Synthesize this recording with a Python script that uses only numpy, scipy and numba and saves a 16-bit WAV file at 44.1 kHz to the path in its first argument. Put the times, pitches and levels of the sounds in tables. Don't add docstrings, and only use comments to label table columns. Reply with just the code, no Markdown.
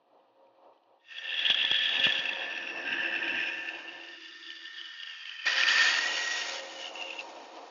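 import sys
import numpy as np
from scipy import signal
from scipy.fft import rfft, irfft
from scipy.io import wavfile
from scipy.ndimage import uniform_filter1d
from numba import njit

SR = 44100
rng = np.random.default_rng(int(sys.argv[2]) if len(sys.argv) > 2 else 0)


def ratio(d):
    e = np.asarray(d, float) / 20
    return 10 ** e


def unload_wav(signal):
    wavfile.write(
        sys.argv[1],
        SR,
        np.round(np.clip(np.atleast_2d(signal).T, -1, 1) * 32767).astype(np.int16),
    )


N = 339761
T = np.arange(N) / SR
CUT_START_S, SECOND_PUSH_S = 0.98, 5.46


def level(x):
    return x / np.sqrt(np.mean(x ** 2))


def read(table):
    s, *columns = np.transpose(table)
    return [np.interp(T, s, c) for c in columns]


@njit
def svf(x, hz, width_hz):
    y, band, low = np.empty(len(x)), 0., 0.
    for i in range(len(x)):
        g, k = np.tan(np.pi * hz[i] / SR), width_hz / hz[i]
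        v = (band + g * (x[i] - low)) / (1 + g * (g + k))
        band = 2 * v - band
        low += 2 * g * v
        y[i] = k * v
    return y


def ring(x, hz, width_hz):
    hz = hz * np.ones(N)
    return svf(svf(x, hz, 1. * width_hz), hz, 1. * width_hz)


def tone(hz):
    return np.sin(2 * np.pi * np.cumsum(hz) / SR)


def coloured(x, spectrum):
    hz, db = np.transpose(spectrum)
    log_hz = np.log(np.fft.rfftfreq(N, 1 / SR) + 1)
    gain = ratio(np.interp(log_hz, np.log(hz), db, left=-120, right=-120))
    return level(irfft(rfft(x) * gain, N))


def highpass(x, hz):
    return signal.sosfilt(signal.butter(2, hz, "high", fs=SR, output="sos"), x)


def walk(rate_hz):
    k = int(SR / rate_hz)
    held = np.repeat(rng.standard_normal(N // k + 1), k)
    return level(uniform_filter1d(uniform_filter1d(held, k), k)[:N])


def blows(events, rise_s, grit_share, grit_hz, db_up):
    out = np.zeros(N + SR)
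    t = np.arange(SR // 25) / SR
    shape = t / rise_s * np.exp(1 - t / rise_s)
    grit = level(ring(rng.standard_normal(N), grit_hz, 1.1 * grit_hz))
    for s, db, hz in events:
        i = int(s * SR)
        body = np.sin(2 * np.pi * hz * t) + grit_share * grit[i:i + len(t)]
        out[i:i + len(t)] += ratio(db + db_up) * shape * body
    return out[:N]


def wheel():
    turn_hz, top_s = 5.22, 2.81
    return np.cos(2 * np.pi * turn_hz * (T - top_s))


# (time [s], extra feed [dB], length [s])
LURCHES = [(1.49, 3, .03), (2.063, 6.5, 0.039), (2.934, 5.5, 0.032), (3.08, 0.5, 0.036), (3.195, -3, .04),
           (3.227, 3, 0.017), (3.583, -3, 0.089), (3.692, 3, 0.0092), (5.48, 5, .01), (6.842, 5, .05),
           (6.92, -11, 0.023), (7.218, 4.5, 0.017)]


def lurch_db():
    return sum(db * np.exp(-((T - s) / length_s) ** 2) for s, db, length_s in LURCHES)


# (time [s], feed pressure as blade level [dB], span ring [Hz],
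# lean on guide [dB], song share [dB])
FEED = [(0.98, -83, 2755, 3, -8), (1.12, -48, 2720, -5.5, -3.5), (1.4, -32.5, 2750, 1.5, -5),
        (1.79, -32, 2730, 1.5, -5), (2.06, -32, 2710, -1, -4), (2.35, -37, 2670, -2.5, -1.5),
        (2.78, -40, 2670, -14, -2.5), (2.95, -36, 2673, -13.5, 1), (3.47, -32.5, 2657, -15, -5.5),
        (3.84, -45, 2730, -18, -7), (4.39, -52.5, 2850, 2, -1), (4.84, -48, 3010, -1, -1.5),
        (5.45, -45, 2533, -3, -2.5), (5.47, -34.5, 2560, -4.5, 3.5), (5.84, -32.5, 2580, -2.5, 5),
        (6.07, -39.5, 2825, -6, 0.5), (6.42, -41.5, 2745, -3, -1), (6.72, -50.5, 2894, -6, -7.5),
        (7.03, -41, 2740, -14.5, -17),
    (7.19, -44.5, 2735, -7.5, -17),
    (7.25, -64.5, 2550, -7, 3.5),
    (7.7, -77.5, 2570, -4.5, 11),
]


def cut():
    feed_db, span_hz, lean_db, song_db = read(FEED)
    lurch = lurch_db()
    return feed_db + lurch, span_hz, lean_db, feed_db + 0.72 * lurch + song_db


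# (time [s], level [dB])
RASP = [(0.98, -99), (1.12, -60.5), (2.1, -50.5), (2.46, -55.5), (4.4, -56.5), (5.45, -54), (5.46, -34),
        (5.85, -28.5), (6.06, -35.5), (6.45, -37.5), (6.56, -39), (6.61, -46.5), (7.7, -59)]


def rasp_db():
    return read(RASP)[0]


# (time [s], rumble [dB], bass share [dB])
GATE = [(0.0, -66.5, -18), (0.62, -63, -19), (1.09, -69.5, -34), (1.33, -57.5, -29), (1.5, -52.5, -13),
        (1.77, -52.5, -7), (2.07, -47, -10), (2.69, -52.5, -10), (2.92, -45, -8.5), (3.29, -46, -13.5),
        (3.92, -56.5, -14.5), (4.16, -60.5, -14), (4.18, -76, -13), (5.2, -80.5, -20), (5.45, -80, -22),
        (5.46, -47.5, -15.5), (5.9, -46, -15), (7.7, -48, -31)]


def gate():
    return read(GATE)


# (frequency [Hz], level [dB per Hz])
RUMBLE = [(180, -34.5), (300, -9), (329, -16.5), (455, -6), (534, -3.5), (589, -5), (739, -3.5),
          (928, -5.5), (1300, -14.5), (1690, -60.5), (2860, -120)]
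BASS = [(15, -42.5), (25, -31), (70, -31), (113, -20), (146, -19.5), (189, -15), (290, -4.5), (380, -35.5),
        (640, -120)]
IDLE_HISS = [(710, -31), (1200, -11), (1950, -9), (2130, -21.5), (2380, -9.5), (3020, -9.5), (3500, -14),
             (4210, -14.5), (5290, -27), (7000, -27), (9100, -58.5), (15400, -120)]
# (frequency [Hz], level [dB], width [Hz])
WHINE = [(538.4, -1.5, 4.8), (716, -4, 28), (760, -9, 31), (936.4, -4.5, 18)]


def machine():
    rumble_db, bass_db = gate()
    second_push = T > SECOND_PUSH_S
    flutter_db = 2.5 * (rumble_db < -74)
    throb_hz, throb_peak_s, bite_s = 4.15, 0.2, 1.12
    throb_db = 2.5 * np.cos(2 * np.pi * throb_hz * (T - throb_peak_s)) * (T < bite_s)
    noise = rng.standard_normal((4, N))

    sway_db = (2.5 - 1.1 * second_push + flutter_db) * walk(11)
    rumble = ratio(sway_db + 0.2 * wheel() + throb_db) * coloured(noise[0], RUMBLE)

    whine = sum(ratio(db + 1.5 * flutter_db * walk(10)) * level(ring(noise[1], hz, width_hz))
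                for hz, db, width_hz in WHINE)
    whine = whine + 0.5 * ratio(flutter_db * walk(9)) * tone(540 + 1.57 * walk(4))

    hum_db = -19 - 16 * second_push + 1.5 * walk(5)
    hum = np.sin(2 * np.pi * 120 * T) * ((1 + wheel()) / 2) ** 2 * ratio(hum_db)
    bass = ratio(3.6 * walk(14)) * coloured(noise[2], BASS)
    hiss = ratio(-12 + 1.1 * walk(45)) * coloured(noise[3], IDLE_HISS)

    buzz_db = -7.5 + 0.5 * cut()[3] + 0.5 * rasp_db()
    buzz = ratio(buzz_db - 3) * level(ring(noise[1], 1343, 330))
    mix = rumble + ratio(-5 + 1.1 * throb_db) * whine + ratio(bass_db) * bass + hum + ratio(0.35 * throb_db) * hiss
    return ratio(rumble_db - 1.5) * mix + buzz


def board():
    swell_s, rise_s, stop_s = 3.094, 0.43, 4.83
    sag_db_s, damp_db_s = 10.5, 116
    late_s = T - swell_s
    fall_db = np.where(late_s < 0, 10 * (late_s / rise_s) ** 2, sag_db_s * late_s)
    swell_db = -49 - fall_db - damp_db_s * np.maximum(T - stop_s, 0)
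    size = ratio(swell_db) + ratio(gate()[0] - 13)
    drone = 1.5 * tone(335 + 4 * walk(15))
    rough = 0.96 * level(ring(rng.standard_normal(N), 335, 61))
    return ratio(-4.5) * size * (drone + rough)


# (time [s], peak [dB], ring [Hz])
TICKS = [
    (0.1989, -72.5, 2980),
    (0.2818, -75, 2940),
    (0.4678, -65, 2440),
    (0.5786, -69, 2440),
    (0.6449, -67, 2980),
    (0.7322, -68, 2580),
    (0.7756, -66, 3050),
    (0.834, -66, 2970),
]


def ticks():
    return blows(TICKS, 0.0016, 0.27, 3200, -2.5)


def teeth(depth_db):
    bites = rng.standard_normal(N) * ratio(1.5 * np.minimum(rng.exponential(size=N), 5))
    chatter_hz = 80.4 * (1 + 0.031 * walk(6))
    swing = 0.72 * tone(chatter_hz) + 0.5 * walk(90) + 0.35 * walk(22)
    gain = ratio(np.clip(depth_db, 0, 12) * swing)
    return level(bites) * gain / np.sqrt(uniform_filter1d(gain ** 2, SR // 6))


# (frequency [Hz], width [Hz], boost [dB])
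FRAME = [(1340, 15, -2), (1310, 20, -7), (1640, 47, 1), (1630, 40, -0.5), (1787, 21, -5), (1783.5, 22, 6.5),
         (1810, 7.7, 3.5), (1940, 38, 11), (2462, 46, 8), (2670, 48, 2), (2850, 40, 4.5), (3027, 54, 8.5),
         (3290, 12, 5), (3400, 120, -0.5), (3732, 37, 7.5), (4320, 9.9, -12.5), (4740, 16, -8.5),
         (6695, 310, 15)]


def frame(x):
    out = x
    for hz, width_hz, db in FRAME:
        out = out + (ratio(db) - 1) * ratio(3.1 * walk(2.633)) * svf(x, np.full(N, 1. * hz), 1. * width_hz)
    return out


# (frequency [Hz], level [dB per Hz])
DUST = [(530, -34), (900, -6), (1020, 0), (1220, -21), (1330, 3), (1690, -3.5), (1860, -25.5), (2050, 2),
        (2890, 0), (4120, -1.5), (5490, -3.5), (6630, -12), (7110, -3.5), (9240, -61.5), (15600, -120)]
# (time [s], frequency [Hz], share [dB])
GUARD = [(2.3, 5520, -18), (2.55, 5580, -3.5), (3.0, 5300, -1.5), (3.5, 5280, 1), (3.7, 5190, -15),
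         (4.5, 5250, -10), (5.95, 5360, -18), (6.25, 5630, -8), (6.6, 5420, -15.5)]


def dust_rasp(force, steady, lean_db):
    edge_quiet_s, bearing_end_s = 6.02, 3.66
    edge_db = -4.5 + 0.56 * lean_db - 2.88 * (T > SECOND_PUSH_S) - 4.2 * (T > edge_quiet_s)
    slide_s = np.clip(T - SECOND_PUSH_S - 0.1, 0, edge_quiet_s - SECOND_PUSH_S)
    edge = ratio(edge_db + 4) * level(ring(force, 4740 - 450 * slide_s, 330))
    guard_hz, guard_db = read(GUARD)
    guard = ratio(guard_db) * level(ring(force, guard_hz, 300))
    bearing = ratio(-11.5) * (T < bearing_end_s) * level(ring(steady, 5720 + 28 * wheel(), 40))
    rasp = coloured(steady, DUST) + edge + guard + bearing
    return ratio(rasp_db() - 2 + 0.52 * lurch_db()) * rasp


# (time [s], song [Hz], guide [Hz])
SONG = [(0.98, 1853, 3400), (1.45, 1751, 3313), (3.86, 1770, 3330), (4.05, 1798, 3500), (4.55, 1810, 3435),
        (4.95, 1820, 3284), (5.45, 1825, 3080), (5.47, 1816, 3345), (5.83, 1810, 3290), (6.15, 1872, 3490),
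        (6.74, 1835, 3420)]


def blade():
    span_db, span_hz, lean_db, song_db = cut()
    song_hz, guide_hz = read(SONG)
    chatter_db = 4
    force, steady = teeth(chatter_db), teeth(0.54 * chatter_db)

    shoulder = ratio(-8 - 0.44 * lean_db) * level(ring(force, 1608, 130))
    song = 0.8 * level(ring(steady, song_hz, 140)) + 0.48 * level(ring(steady, song_hz, 35)) + shoulder

    span = level(ring(force, span_hz, 290)) + ratio(-13) * level(ring(steady, 2175, 420))
    squeal_s = 6.76
    squeal = ratio(-1.5) * level(ring(steady, 1.02 * span_hz, 170))
    span = np.where(T < squeal_s, span, 0.75 * span + squeal)

    guide = level(ring(force, guide_hz, 290))
    rings = ratio(song_db - 3.5) * song + ratio(span_db - 3.5) * span + ratio(span_db + lean_db - 2.5) * guide
    contact = np.clip((T - CUT_START_S) / 0.033, 0, 1)
    return frame(contact * (rings + dust_rasp(force, steady, lean_db)))


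# (time [s], peak [dB], ring [Hz])
CATCHES = [(1.183, -28, 3320), (1.3408, -25, 3290), (1.392, -20, 3345), (1.4535, -23.5, 3400),
           (1.465, -16.5, 3330), (1.4999, -10.5, 3360), (1.517, -17, 3350), (1.5437, -14, 3290),
           (1.5892, -23.5, 3510), (1.6261, -18, 3290), (1.6485, -14, 3350), (1.7127, -11.5, 3310),
           (1.7408, -18, 3290), (1.7619, -18.5, 3454), (1.7873, -18, 3285), (1.835, -19, 3420),
           (1.8904, -17, 3350), (1.9962, -16, 3344), (2.122, -15, 3335), (2.1924, -16, 3314),
           (2.2547, -18, 2660), (2.2914, -19.5, 2660), (2.3304, -23.5, 3400), (2.576, -22.5, 2670),
           (3.0309, -23, 2720), (3.1597, -22.5, 2670), (3.279, -22.5, 2510), (3.355, -23.5, 2740),
           (3.6874, -25, 2640), (3.8827, -31.5, 2790)]


def catches():
    return blows(CATCHES, 0.0021, 0.18, 2320, -4.0)


# (time [s], peak [dB], pitch [Hz])
THUDS = [
    (1.5, -35, 240),
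    (1.644, -39, 300),
    (1.713, -32, 344),
    (1.995, -39, 266),
    (2.051, -43.5, 265),
    (2.066, -28, 227),
    (2.189, -41, 207),
]


def thuds():
    mode_1 = blows(THUDS, 0.0011, 0.67, 540, 1.3)
    mode_2 = blows(THUDS * np.array([1, 1, 2.6]), 0.0018, 0.74, 990, -2.1)
    bounce = blows(THUDS * np.array([1, 1, 0.48]), 0.0016, 0.1, 150, -7.0)
    return highpass(ring(mode_1 + mode_2 + bounce, 360, 2000), 95)


# (time [s], peak [dB], ring [Hz])
SNAGS = [(4.503, -29, 3070), (4.562, -39, 3080), (4.813, -29, 3150), (5.032, -26, 3000),
         (5.255, -28.5, 2950), (5.2942, -26, 2950), (5.4595, -26, 3020), (5.465, -16.5, 2350),
         (5.528, -14.5, 3010), (5.5623, -18.5, 2460), (5.6102, -16, 2900), (5.6251, -19.5, 2410),
         (5.6341, -10, 2470), (5.686, -11.5, 3010), (5.7683, -23.5, 2580), (5.7824, -14.5, 2420),
         (5.8237, -16, 3200), (5.887, -17.5, 3180)]


def snags():
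    return blows(SNAGS, 0.0012, 0.38, 2600, -5.5)


def whistle():
    swell_s, break_s, fade_s, fade_db_s = 6.08, 6.168, 6.33, 69
    pure = tone(1886 + 9 * walk(30)) * ratio(0.83 * walk(34))
    db = -40.5 + 4.5 * np.clip((T - swell_s) / 0.042, 0, 1)
    db = db - fade_db_s * np.maximum(T - fade_s, 0)
    db = db - 16 * np.exp(-((T - break_s) / 0.016) ** 2)
    return ratio(db + 3.0) * pure * (T > SECOND_PUSH_S)


# (time [s], peak [dB], ring [Hz])
SQUEAKS = [
    (6.857, -34.5, 3000),
    (6.8737, -34, 2940),
    (6.9551, -34.5, 2730),
    (7.011, -31, 2720),
    (7.0217, -27.5, 2750),
    (7.1045, -29.5, 2600),
    (7.1899, -29, 2690),
    (7.198, -29.5, 2660),
    (7.2073, -30.5, 2750),
]


def squeaks():
    return blows(SQUEAKS, 0.0017, 0.2, 3700, -1.2)


def scene():
    idle = machine() + board() + ticks()
    cutting = blade() + catches() + thuds()
    return (idle + cutting + snags() + whistle() + squeaks())[None]


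def low_pass(x):
    return signal.sosfilt(signal.butter(12, 15676, fs=SR, output="sos"), x)


def record(dry):
    camera_hz, widen_s = 16000, 5.68
    thin = highpass(dry, 85)
    tight, wide = (signal.sosfilt(signal.cheby2(9, 55, hz, fs=SR, output="sos"), thin) for hz in (7750, 8050))
    narrow = np.where(T < widen_s, tight, wide)
    mirror = wide * np.cos(2 * np.pi * camera_hz * T)
    leak = coloured(mirror[0], [(8500, -0.5), (8900, 37.5), (9300, 23), (10500, 11), (11500, 6.5), (13300, 0.5),
                                (14500, 2), (15600, -9)])
    treble = uniform_filter1d(np.abs(ring(narrow[0], 5000, 2500)), SR // 200)
    grit = ratio(-46) * treble * level(ring(rng.standard_normal(N), 8200, 1500)) * (T < widen_s)
    hiss = ratio(-101) * rng.standard_normal(N)
    return low_pass(narrow + ratio(-82.5) * leak + grit + hiss)


dry = scene()
out = record(dry)
unload_wav(out)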